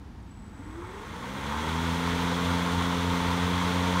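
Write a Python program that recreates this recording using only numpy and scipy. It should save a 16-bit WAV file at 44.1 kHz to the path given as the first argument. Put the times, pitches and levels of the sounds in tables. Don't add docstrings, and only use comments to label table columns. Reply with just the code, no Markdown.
import sys
import numpy as np
from scipy import signal
from scipy.fft import rfft, irfft
from scipy.io import wavfile

SR = 44100
rng = np.random.default_rng(int(sys.argv[2]) if len(sys.argv) > 2 else 0)


def wrap_up_sound(samples):
    columns = np.atleast_2d(samples).T
    tamed = np.clip(columns, -1, 1)
    steps = np.round(tamed * 32767).astype(np.int16)
    wavfile.write(sys.argv[1], SR, steps)


N = 176400
T = np.arange(N) / SR
HZ = np.maximum(np.fft.rfftfreq(N, 1 / SR), 1)
FULL_SPEED_HZ = 87

# time_s, pass_rate_hz
BLADE_SPEED = [(.27, 5), (.45, 26), (.58, 33.7), (.8, 42.6), (1.0, 51), (1.24, 62.2), (1.45, 70.3),
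               (1.67, 79.8), (1.83, 83.8), (2.06, 85.7), (2.42, 86.9), (3.05, 87.1), (3.35, 87.65),
               (4, 89.7)]
# frequency_hz, relative_level_db
RUSH_EQ = [(40, -27), (110, -9.5), (220, -6), (480, -2.5), (660, -10.5), (1100, -2.5), (1600, -5),
           (2200, -10), (2650, -13.5), (4000, -14), (4900, -21), (6200, -20), (7500, -24.5), (9400, -27.5),
           (10500, -31.5), (15500, -35.5)]
# centre_hz, width_hz, gain_db
DECK_RESONANCES = [(343, 33, -4), (386, 30, -8), (464, 61, 2.5), (576, 60, -1.5), (648, 26.7, 6),
                   (695, 24, -6), (739, 17, 3.5), (880.6, 58, 7.5), (929, 41, 8), (978, 27.3, -1),
                   (1004, 38, 6), (1083.7, 21, 9), (1110, 40, -2.5), (1173, 38, 2), (1220, 86, -1),
                   (1400, 90, 1), (1684, 110, -4), (1820, 80, 1.5), (2117, 65, 7.5), (2130, 43, -8),
                   (2196, 65, 4.5), (3360, 520, 6), (7780, 274, -1.5), (8300, 320, 1.5)]
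# centre_hz, growth_db_per_tenfold_speed, swing_per_pass_db, swing_per_turn_db, flutter_db
RUSH_BANDS = [(201, 38, -1, 0.5, 0.9), (580, 50, 1.5, 0.2, 0.7), (1000, 53, 1.5, .7, 0.93),
              (1350, 47, 1.4, 0.5, 0.75), (2000, 50.5, 0, -0.8, .7), (2730, 64, .6, .3, .6),
              (3370, 71, .5, -1, 0.4), (4360, 74, .4, .2, 0.65), (7000, 59, 0.2, -0.7, 0.3),
              (13000, 59, 1, 0.5, 0.4)]
# time_s, gain_db
ROAR_RIDE = [(.45, -6), (.65, -2), (.76, -1), (.84, 5), (1.0, -1.5), (1.17, -2.5), (1.42, 0), (1.54, 2),
             (1.7, -1), (2.3, 0), (3.0, 0), (3.08, -2), (3.16, -0.5), (4, .5)]
# pass_rate_multiple, full_speed_level_db, growth_db_per_tenfold_speed, waver_share
HUM_OVERTONES = [(2, -31.7, 112, .07), (3, -35.7, 64, .12), (4, -50, -15, .25), (5, -45.5, 130, .25),
                 (6, -49, 90, .3), (7, -61, 60, .6), (10, -55, 60, .7), (12, -55, 60, .7)]
# time_s, level_db
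HUM_THROB = [(1.5, -41), (1.54, -37), (1.93, -33), (1.98, -41), (2.11, -34), (2.33, -39), (2.42, -38),
             (2.49, -29.5), (2.66, -40.5), (2.78, -29.5), (2.94, -41), (2.99, -34.5), (3.11, -30.5),
             (3.16, -40), (3.3, -30.5), (3.38, -40.5), (3.45, -28), (3.5, -40), (3.55, -31.5), (3.63, -39),
             (3.67, -30), (3.72, -38), (3.76, -32), (4.0, -34.5)]
# time_s, level_db
GROWL_RIDE = [(.38, -64.5), (.46, -41.5), (.53, -66), (.61, -46), (.72, -48), (.79, -40.5), (.87, -50.5),
              (.98, -47.5), (1.04, -58), (1.3, -49.5), (1.5, -61), (2, -51)]
# time_s, gain_db
WHISTLE_RIDE = [(.262, -100), (.275, -73), (.295, -79), (.315, -59), (.335, -70), (.6, -70), (1.02, -70),
                (1.08, -100)]
# offset_in_pass_rates, relative_level_db
WHISTLE_SIDEBANDS = [(-2, -10), (2, -9), (4, -9), (6, -6)]
# frequency_hz, relative_level_db
TRAFFIC_EQ = [(15, -57), (25, -14), (59, 3), (113, -1.5), (144, -11.5), (164, -6), (215, -5), (253, -6.5),
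              (566, -26.5), (919, -19), (1050, -24), (1490, -27.5), (2170, -32), (2550, -34.5),
              (3530, -36.5), (5880, -42), (15500, -57.5)]


def air_rush(phase, speed_decades):
    level_db, roar_hz, roar_width_octaves = -31, 995, 0.96
    chop_lead_rad = 2.2
    spectrum = rfft(coloured_noise(deck_colour()))
    surge_db = 0.36 * drift(rate_hz=8.2)
    log_centres = np.log([row[0] for row in RUSH_BANDS])
    rush = 0
    for solo, (hz, growth, pass_db, turn_db, flutter_db) in zip(np.eye(len(RUSH_BANDS)), RUSH_BANDS):
        band = irfft(spectrum * np.interp(np.log(HZ), log_centres, solo), N)
        chop_db = pass_db * np.cos(phase + chop_lead_rad) + turn_db * np.cos(phase / 2)
        roar_db = curve(ROAR_RIDE) * bell(np.log2(hz / roar_hz), 0, roar_width_octaves)
        motion_db = chop_db + surge_db + flutter_db * drift(rate_hz=41)
        rush += band * from_db(level_db + growth * speed_decades + roar_db + motion_db)
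    return rush


def deck_colour():
    grid_hz = np.arange(0, SR / 2, 22)
    ripple_db = 1.2 * np.interp(HZ, grid_hz, rng.standard_normal(len(grid_hz)))
    ripple_db *= np.interp(HZ, [1300, 1900], [0, 1])
    resonances_db = sum(db * bell(HZ, hz, width) for hz, width, db in DECK_RESONANCES)
    return eq_db(RUSH_EQ) + resonances_db + ripple_db


def blade_hum(phase, pass_hz, speed_decades):
    emerge_s, throb_fade_s = (0.82, 1.29), 0.12
    throb_fade_in = np.exp(np.minimum(T - HUM_THROB[0][0], 0) / throb_fade_s)
    hum = throb_fade_in * from_db(curve(HUM_THROB)) * np.sqrt(2) * np.cos(phase)
    for multiple, level_db, growth, waver in HUM_OVERTONES:
        dip_db = -9.5 * bell(multiple * pass_hz, centre=152, width=10.6)
        gain = from_db(level_db + growth * speed_decades + dip_db)
        hum += gain * wavering_tone(multiple * phase, waver, rate_hz=8)
    return hum * np.interp(T, emerge_s, [0, 1])


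def motor_growl(phase):
    return from_db(curve(GROWL_RIDE)) * wavering_tone(8 * phase, waver=0.34, rate_hz=34)


def drive_whistle(phase, pass_hz):
    pitch_hz, jitter_rad, roughness = 7875, 0.55, 0.83
    carrier = 2 * np.pi * pitch_hz * T
    turning = np.clip(pass_hz / 35, 0, 1)
    jitter = jitter_rad * turning * drift(rate_hz=120)
    centre = wavering_tone(carrier + jitter, roughness * turning, rate_hz=50)
    sidebands = sum(from_db(db) * wavering_tone(carrier + offset * phase, roughness, rate_hz=70)
                    for offset, db in WHISTLE_SIDEBANDS)
    return from_db(curve(WHISTLE_RIDE)) * (centre * (1 - 0.4 * turning) + turning * sidebands)


def deck_knock():
    start_s, level_db, pitch_hz = 1.5638, -23.5, 980
    ring = np.sin(2 * np.pi * pitch_hz * (T - start_s))
    return from_db(level_db) * hit_envelope(start_s, attack_s=0.0012) * ring


def switch_tick():
    level_db, centre_hz, slope_db_per_octave = -68, 7600, -45
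    noise = coloured_noise(slope_db_per_octave * np.abs(np.log2(HZ / centre_hz)))
    return from_db(level_db) * hit_envelope(start_s=0.225, attack_s=0.002) * noise


def traffic_rumble(level_db=-43.5):
    return from_db(level_db) * coloured_noise(eq_db(TRAFFIC_EQ))


def from_db(db):
    return 10 ** (np.asarray(db) / 20)


def curve(points):
    return np.interp(T, *np.transpose(points))


def eq_db(points):
    hz, db = np.transpose(points)
    return np.interp(np.log(HZ), np.log(hz), db)


def coloured_noise(shape_db):
    noise = irfft(rfft(rng.standard_normal(N)) * from_db(shape_db), N)
    return noise / np.sqrt(np.mean(noise ** 2) + 1e-20)


def drift(rate_hz):
    return coloured_noise(-20 * np.log10(1 + (HZ / rate_hz) ** 2))


def wavering_tone(phase, waver, rate_hz):
    halo = drift(rate_hz) * np.cos(phase) + drift(rate_hz) * np.sin(phase)
    return np.sqrt(2) * np.cos(phase) + waver * halo


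def bell(position, centre, width):
    return 1 / (1 + (2 * (position - centre) / width) ** 2)


def hit_envelope(start_s, attack_s):
    age = np.maximum(T - start_s, 0) / attack_s
    return age * np.exp(1 - age)


def scene():
    pass_hz = curve(BLADE_SPEED)
    phase = 2 * np.pi * np.cumsum(pass_hz) / SR
    speed_decades = np.log10(pass_hz / FULL_SPEED_HZ)
    mower = blade_hum(phase, pass_hz, speed_decades) + motor_growl(phase)
    mower += air_rush(phase, speed_decades)
    mower += drive_whistle(phase, pass_hz) + switch_tick() + deck_knock()
    return (mower + traffic_rumble())[None]


def record(dry):
    cutoff_hz = 15650
    return signal.sosfilt(signal.ellip(12, .1, 80, cutoff_hz, fs=SR, output="sos"), dry)


dry = scene()
out = record(dry)
wrap_up_sound(out)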